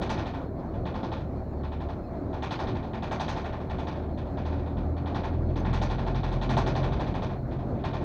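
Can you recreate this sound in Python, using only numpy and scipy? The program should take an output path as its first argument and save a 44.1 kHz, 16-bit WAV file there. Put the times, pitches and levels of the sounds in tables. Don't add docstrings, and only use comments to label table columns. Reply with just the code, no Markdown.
import sys
import numpy as np
from scipy import signal
from scipy.fft import rfft, irfft, next_fast_len
from scipy.io import wavfile
from scipy.ndimage import uniform_filter1d, map_coordinates

SR = 44100
rng = np.random.default_rng(int(sys.argv[2]) if len(sys.argv) > 2 else 0)


def level_to_linear(level):
    exponent = np.asarray(level, float) / 20
    return 10 ** exponent


def dump_mix(stems):
    frames = np.atleast_2d(stems).T
    limited = np.clip(frames, -1, 1)
    pcm = np.round(limited * 32767).astype(np.int16)
    wavfile.write(sys.argv[1], SR, pcm)


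N = 354563

# start_s, shaft_hz, load_db
ENGINE_RUN = [(0.0, 36.06, -1), (0.7, 37.4, -2.5), (1.75, 36.23, 2), (2.5, 36.47, -4), (3.0, 36.98, -1.5),
              (3.75, 37.56, 0.5), (4.25, 38.74, 0.5), (4.75, 39.84, 0.5), (5.25, 41.01, -1),
              (5.75, 42.2, 1.5), (6.0, 42.9, -0.5), (6.5, 43.3, 2), (7.0, 44.17, 2.5), (7.3, 44.28, -5.5),
              (7.7, 44.23, -2), (8.04, 44.0, -6)]
# freq_hz, t60_s
CABIN_T60 = [(300, 0.088), (1000, 0.31), (4000, 0.24), (6000, 0.2), (8000, .12)]


def unit(x):
    return x / np.sqrt(np.mean(x ** 2) + 1e-20)


def along(points, hz):
    f, v = np.transpose(points)
    return np.interp(np.log(hz + 1), np.log(f + 1), v)


def curves(rows):
    s, *cols = np.transpose(rows)
    return [np.interp(np.arange(N) / SR, s, c) for c in cols]


def wobble(rate_hz, size=N):
    knots = rng.standard_normal(int(size * rate_hz / SR) + 4)
    return map_coordinates(knots, [np.arange(size) * rate_hz / SR])


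def coloured(x, spectrum):
    hz = np.fft.rfftfreq(x.shape[-1], 1 / SR)
    return irfft(rfft(x) * level_to_linear(along(spectrum, hz)), x.shape[-1])


def rush(spectrum, patchy_db):
    z = signal.stft(rng.standard_normal(next_fast_len(N + 4096)), nperseg=512)[2]
    field = uniform_filter1d(rng.standard_normal(z.shape), size=5, axis=0)
    field = uniform_filter1d(field, size=10, axis=1)
    patchy = signal.istft(z * level_to_linear(patchy_db * unit(field)), nperseg=512)[1]
    return unit(coloured(patchy, spectrum)[:N])


def tones(rows, waver, rate_hz):
    out = np.zeros(N + SR)
    for s, length_s, hz, db in rows:
        n = round(length_s * SR)
        turn = 2 * np.pi * np.cumsum(hz * (1 + waver * wobble(rate_hz, size=n))) / SR
        swell = level_to_linear(db + 2.5 * wobble(rate_hz, size=n)) * np.hanning(n) ** .4
        out[round(s * SR):][:n] += swell * np.sin(turn)
    return out[:N]


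def engine():
    orders = [1, 2, 3, 7.09]
    # rms_db, floor_hz, width_hz, lift_db
    floor = [(-46, 42.7, 1.6, 13.5), (-39, 81, 4.2, 7), (-50, 129, 9, 13.5), (-60.5, 284, 12, 18)]
    shaft_hz, load_db = curves(ENGINE_RUN)
    turn = 2 * np.pi * np.cumsum(shaft_hz) / SR
    out = 0
    for k, (db, floor_hz, width_hz, lift_db) in zip(orders, floor):
        resonance = np.exp(-((k * shaft_hz - floor_hz) / width_hz) ** 4)
        level_db = db + load_db + lift_db * resonance + 1.6 * wobble(9)
        out = out + np.sqrt(2) * level_to_linear(level_db) * np.sin(k * turn + 0.2 * wobble(5))
    return out


def road():
    # start_s, roughness_db
    surface = [(0.0, -32), (0.36, -38.5), (1.1, -36), (1.23, -37.5), (1.75, -39), (2.1, -38), (2.66, -34.5),
               (2.96, -38.5), (3.38, -34.5), (3.56, -36.5), (5.17, -37), (5.71, -34.5), (6.25, -36),
               (6.67, -33), (7.37, -37), (8.04, -35)]
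    # centre_s, boom_lift_db
    bumps = [
        (.78, 2.5),
        (1.92, 2),
        (2.75, 5),
        (3.76, 2),
        (4.321, 4),
        (4.79, 6),
        (5.69, 4.5),
        (6.56, 8),
        (7.19, 2.5),
        (7.95, 0.5),
    ]
    # freq_hz, density_db_per_hz
    boom_spectrum = [(12, -41), (22, -11), (45, -5), (75, -3), (110, 0), (150, -3.5), (260, -11),
                     (340, -34), (570, -120)]
    # freq_hz, density_db_per_hz
    body_spectrum = [(94, -20), (160, -2), (274, 0.5), (339, -1), (372, 2), (426, -11.5), (592, -4.5),
                     (650, -8), (840, -42), (1430, -120)]
    # freq_hz, density_db_per_hz
    whoosh_spectrum = [(260, -17.5), (450, -7.5), (570, -11.5), (700, -5), (800, -11), (1100, -17.5),
                       (1600, -26.5), (2400, -36.5), (2900, -47), (4100, -42), (5000, -50), (6500, -54),
                       (8000, -64), (11000, -100)]
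    bump_s = 0.054
    rough_db, = curves(surface)
    rough_db = rough_db - rough_db.mean()
    shaft_hz = curves(ENGINE_RUN)[0]
    t = np.arange(N) / SR
    thump_db = sum(db * np.exp(-((t - s) / bump_s) ** 2) for s, db in bumps)
    speed_db = 0.46 * (shaft_hz - shaft_hz.min())
    jolt = wobble(9)
    boom_db = -37.5 + speed_db + 0.5 * rough_db + thump_db + 0.27 * jolt
    body_db = -37.5 + rough_db + 0.47 * jolt + 1.1 * wobble(12)
    whoosh_db = -42.5 + 0.91 * rough_db + 1.6 * wobble(14)
    boom = level_to_linear(boom_db) * rush(boom_spectrum, patchy_db=-0.5)
    body = level_to_linear(body_db) * rush(body_spectrum, patchy_db=0.5)
    whoosh = level_to_linear(whoosh_db) * rush(whoosh_spectrum, patchy_db=1.3)
    return boom + body + whoosh


def floor_panels():
    # start_s, length_s, pitch_hz, level_db
    panels = [
        (0, 0.78, 266, -40),
        (2.15, 0.21, 291, -39),
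        (2.15, 0.23, 373, -54),
        (2.5, 0.78, 221, -40.5),
        (3.1, 0.25, 150.8, -34.5),
        (4.3, 0.46, 373, -43.5),
        (5.55, 0.388, 199.7, -36.5),
        (6.45, 0.76, 221.2, -44),
        (6.78, .3, 66.2, -31.5),
        (7.3, .7, 225, -44.5),
    ]
    return tones(panels, waver=.02, rate_hz=14.25)


def contacts():
    # first_s, last_s, first_peak_db, last_peak_db, extra_treble_db
    runs = [(0.0932, 0.3358, -33.5, -41.5, 1), (0.854, 1.1165, -40, -38, -1),
            (1.6337, 1.8867, -44, -44, 1.5), (2.329, 2.4226, -41, -35, 0), (2.5072, 2.8277, -34, -43.5, 0),
            (2.9332, 3.1966, -40, -33, 0.5), (3.2803, 3.601, -34, -44, -0.5),
            (3.697, 3.8695, -39.5, -39, 0.5), (3.9542, 4.0895, -44.5, -52, -4),
            (4.1744, 4.255, -42.5, -49.5, 2), (4.4528, 4.582, -40, -44.5, -2.5),
            (4.6603, 4.7686, -46, -45, -4), (4.9658, 5.1455, -44.5, -35.5, -2),
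            (5.2345, 5.408, -38.5, -54, -2), (5.4877, 5.557, -51, -38.5, -1), (5.7294, 5.8148, -35, -34, 2),
            (5.8988, 6.1459, -36.5, -39, 0), (6.2317, 6.3162, -36.5, -38, -0.5),
            (6.4132, 6.567, -36.5, -30, 1), (6.6622, 6.7521, -34, -35, -1),
            (6.8294, 6.9202, -36.5, -37.5, -1), (6.996, 7.065, -36.5, -39, -1.5),
            (7.141, 7.22, -39, -38.5, 1.5), (7.8391, 7.9323, -36, -37, -1.5)]
    # start_s, peak_db, extra_treble_db
    singles = [(.0144, -35, 4), (.4094, -53, 4), (.5871, -58, 6), (.7043, -61, 6), (.7382, -51.5, 4),
               (1.1982, -48, 5), (1.2706, -66, 0), (2.1291, -60, 0), (4.372, -42.5, 0), (4.8304, -57, -7),
               (5.6476, -36.5, -8), (7.2938, -43, -5), (7.5108, -45.5, 2), (7.5892, -48, 5),
               (7.6106, -61, 0), (7.7494, -54, 0), (7.7894, -50, -5), (8.0077, -45, 6)]
    # blow_db, treble_db
    brightness = [(-48.5, -29), (-47, -28), (-35, -19), (-34, -16)]
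    swing_s, hurry_s_per_db = .08, .0003
    rows = list(singles)
    for first_s, last_s, first_db, last_db, bright_db in runs:
        u = np.linspace(0, 1, round((last_s - first_s) / swing_s) + 1)
        late_s = hurry_s_per_db * abs(last_db - first_db) * 4 * u * (1 - u)
        start_s = first_s + (last_s - first_s) * u + late_s
        rows += zip(start_s, first_db + (last_db - first_db) * u, bright_db + 0 * u)
    s, db, bright_db = np.transpose(rows)
    scatter = rng.standard_normal((len(s), 2))
    treble_db = np.interp(db, *np.transpose(brightness)) + bright_db + .8 * scatter[:, 0]
    softness_db = np.clip(-45.5 - db, 0, 20)
    thud_db = 0.1 + .3 * softness_db + 2.8 * scatter[:, 1]
    return zip(s, db, treble_db, thud_db)


def burst(t, hz, length_s, copies):
    s, db = np.transpose(copies)[:, :, None]
    envelope = level_to_linear(db) * np.exp(-((t - s) / length_s) ** 2)
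    return unit((envelope * np.sin(2 * np.pi * hz * (t - s))).sum(0))


def ringing(modes, t, in_step_s):
    hz, db = np.transpose(modes)[:, :, None]
    ring = level_to_linear(db - 60 * t / along(CABIN_T60, hz)) * np.cos(2 * np.pi * hz * (t - in_step_s))
    rise_s = 0.001 + 0.0083 * (hz > 4600) * (hz < 8000)
    return (ring * (1 - np.exp(-t / rise_s))).sum(0)


def cabin_tail(t):
    # freq_hz, density_db_per_hz
    knock_spectrum = [(240, -30), (400, -1.5), (418, -15.5), (463, -16), (505, -9), (878, -1), (987, -9),
                      (1080, -5), (1260, -13), (1380, -8.5), (2780, -21), (3770, -17), (6650, -31.5),
                      (7260, -43.5), (13000, -59)]
    hz, frames_s, z = signal.stft(rng.standard_normal(len(t)), SR, nperseg=128)
    missing = np.clip(.55 + hz[:, None] / 14000, 0, .97)
    swell = 1 - missing * np.exp(-frames_s / 0.012)
    decay = level_to_linear(-60 * frames_s / along(CABIN_T60, hz)[:, None])
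    tail = signal.istft(z * swell * decay, SR, nperseg=128)[1][:len(t)]
    lumps = level_to_linear(2.6 * wobble(425.3, size=len(t)))
    tail = rfft(tail * (1 - np.exp(-t / 0.0041)) * lumps)
    even = tail / np.sqrt(uniform_filter1d(np.abs(tail) ** 2, size=70))
    return unit(coloured(irfft(even), knock_spectrum))


def pane():
    # freq_hz, level_db
    pane_modes = [(770, 0), (872, -0.5), (975, -20.5), (1044, -1), (1152, -9.5), (1217, -14.5),
                  (1418, -8.5), (1575, -24), (1779, -9), (1881, -8.5), (2342, -25.5), (2937, -22.5),
                  (3025, -24), (3416, -11), (3671, -13.5), (3789, -18.5), (3919, -24.5), (3978, -21.5),
                  (4393, -22.5), (5233, -35), (5849, -22), (6013, -19.5), (6406, -31.5), (6944, -41),
                  (7445, -39.5), (7609, -50),
                  (8350, -46.5), (9400, -56), (10200, -52.5)]
    # freq_hz, level_db
    frame_modes = [(602, -5), (690.4, 0), (306, -2.5), (225, -3)]
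    # delay_s, level_db
    walls = [(0.0, 22.5), (0.0044, 18.5), (0.0056, 1.5), (0.0075, 1.5), (0.0115, -18.5), (0.0151, -13.5),
             (0.0162, -5.5), (0.0178, -11.5), (0.0223, -3.5), (0.0245, -15), (0.0255, 4.5), (0.0292, -28),
             (0.0365, -17), (0.037, -3.5)]
    # delay_s, level_db
    flutter = [(.0035, 4.5), (.0125, 6.5), (.0215, -5), (.0305, -9.5), (.038, -15)]
    # freq_hz, level_db
    glass_colour = [(1800, 0), (2050, -2.5), (2400, 6.5), (2800, 1.5), (3500, 0), (4300, -0.5), (4800, -2),
                    (6600, -1.5), (7100, -5.5), (7550, 2), (8700, -4.5), (10200, -0.5), (10900, -12),
                    (14000, -12)]
    t = np.arange(12288) / SR
    hz = np.fft.rfftfreq(len(t), 1 / SR)
    ticks = level_to_linear(-18.0) * burst(t - .0017, hz=3600, length_s=0.00047, copies=walls)
    glass = level_to_linear(-4.0) * unit(ringing(pane_modes, t, .0045)) + level_to_linear(-3.0) * cabin_tail(t)
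    bounce = burst(t - .001, hz=875, length_s=.0015, copies=flutter)
    thud = level_to_linear(-9.5) * unit(ringing(frame_modes, t, 0.00461)) + level_to_linear(-7) * bounce
    edges = np.clip(t / 0.0012, 0, 1) ** 2 * np.clip((.2 - t) / .05, 0, 1)
    out = np.zeros(N + len(t))
    for s, db, treble_db, thud_db in contacts():
        tilt_db = (treble_db + 19) * np.clip(hz / 6500, 0, 1.1) ** 2 + along(glass_colour, hz)
        spot_db = 1.3 * wobble(85, size=len(hz))
        spot_db = spot_db + np.clip(hz / 3000 - 1, 0, 2) * wobble(300, size=len(hz))
        struck = glass + level_to_linear(-2.5) * cabin_tail(t) + level_to_linear(0.33 * (db + 36.5)) * ticks
        struck = irfft(rfft(struck) * level_to_linear(tilt_db + spot_db))
        fade = level_to_linear(5.5 * min(db + 37.5, 0) * t)
        blow = edges * fade * (struck + level_to_linear(thud_db) * thud)
        wait_s, rebound_db = rng.uniform([.008, -17], [.045, -8])
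        blow = blow + level_to_linear(rebound_db) * np.roll(blow, round(wait_s * SR))
        out[round(s * SR):][:len(t)] += level_to_linear(db - 10.5) * blow
    return out[:N]


def trim():
    # start_s, length_s, pitch_hz, level_db
    squeaks = [(.46, 0.037, 4200, -71), (0.588, 0.028, 4950, -76), (0.657, .06, 4270, -71),
               (.73, 0.028, 2900, -67), (.76, .03, 3720, -77), (1.35, 0.048, 4250, -70),
               (1.47, 0.038, 3970, -78), (1.53, 0.094, 4200, -82), (1.594, 0.041, 4250, -76),
               (1.93, 0.11, 4200, -73), (2.031, 0.035, 2570, -63), (2.03, 0.043, 5130, -75),
               (2.038, 0.075, 4000, -72), (2.14, .07, 4330, -74), (2.207, 0.046, 4550, -75),
               (4.12, 0.047, 4210, -71), (4.24, .1, 4200, -72), (4.65, 0.078, 4020, -72),
               (4.961, 0.051, 4414, -65), (5.451, 0.072, 4250, -68), (7.36, 0.062, 4250, -71),
               (7.43, .07, 4000, -76), (7.649, 0.11, 4333, -74), (7.785, .012, 2297, -61),
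               (5.598, .012, 6240, -57), (6.47, .015, 9350, -82)]
    slip_hz = 4230 + 60 * wobble(18) + 110 * wobble(400)
    thread = level_to_linear(-77 + 4 * wobble(28)) * np.sin(2 * np.pi * np.cumsum(slip_hz) / SR)
    s, life, pitch, size = rng.random((260, 4)).T
    tick_hz = 1500 * 4.6 ** pitch
    tick_db = -65 - 12 * size - 17 * pitch
    ticks = np.transpose([s * N / SR, .008 + .045 * life ** 2, tick_hz, tick_db])
    snap_s, snap_db = 5.6005, -59
    since_s = np.arange(N) / SR - snap_s
    snap_fade = level_to_linear(snap_db - 60 * np.abs(since_s) / .012) * (since_s > 0)
    snap = snap_fade * np.diff(rng.standard_normal(N + 1))
    squeal = tones(squeaks, waver=0.016, rate_hz=40)
    return squeal + snap + thread + tones(ticks, waver=0.0085, rate_hz=49)


def scene():
    return (engine() + road() + floor_panels() + pane() + trim())[None]


def top_cut(x):
    return signal.sosfilt(signal.butter(12, 16870, fs=SR, output="sos"), x)


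def record(dry):
    # freq_hz, density_db_per_hz
    hiss_spectrum = [(4120, -39), (7000, -6), (8260, -14), (8960, -10), (9550, -11), (10800, -9.5),
                     (13400, -13), (14700, 0.5), (15700, -4)]
    whine_hz, whine_db, hiss_db, top_hz = 12897, -100, -78.5, 15760
    whine = level_to_linear(whine_db) * np.sin(2 * np.pi * whine_hz * np.arange(N) / SR)
    heard = dry + level_to_linear(hiss_db) * rush(hiss_spectrum, patchy_db=0.5) + whine
    mirrored = np.hstack([heard, heard[:, ::-1]])
    heard = coloured(mirrored, [(top_hz - 40, 0), (top_hz + 40, -40)])[:, :N]
    return top_cut(heard)


dry = scene()
out = record(dry)
dump_mix(out)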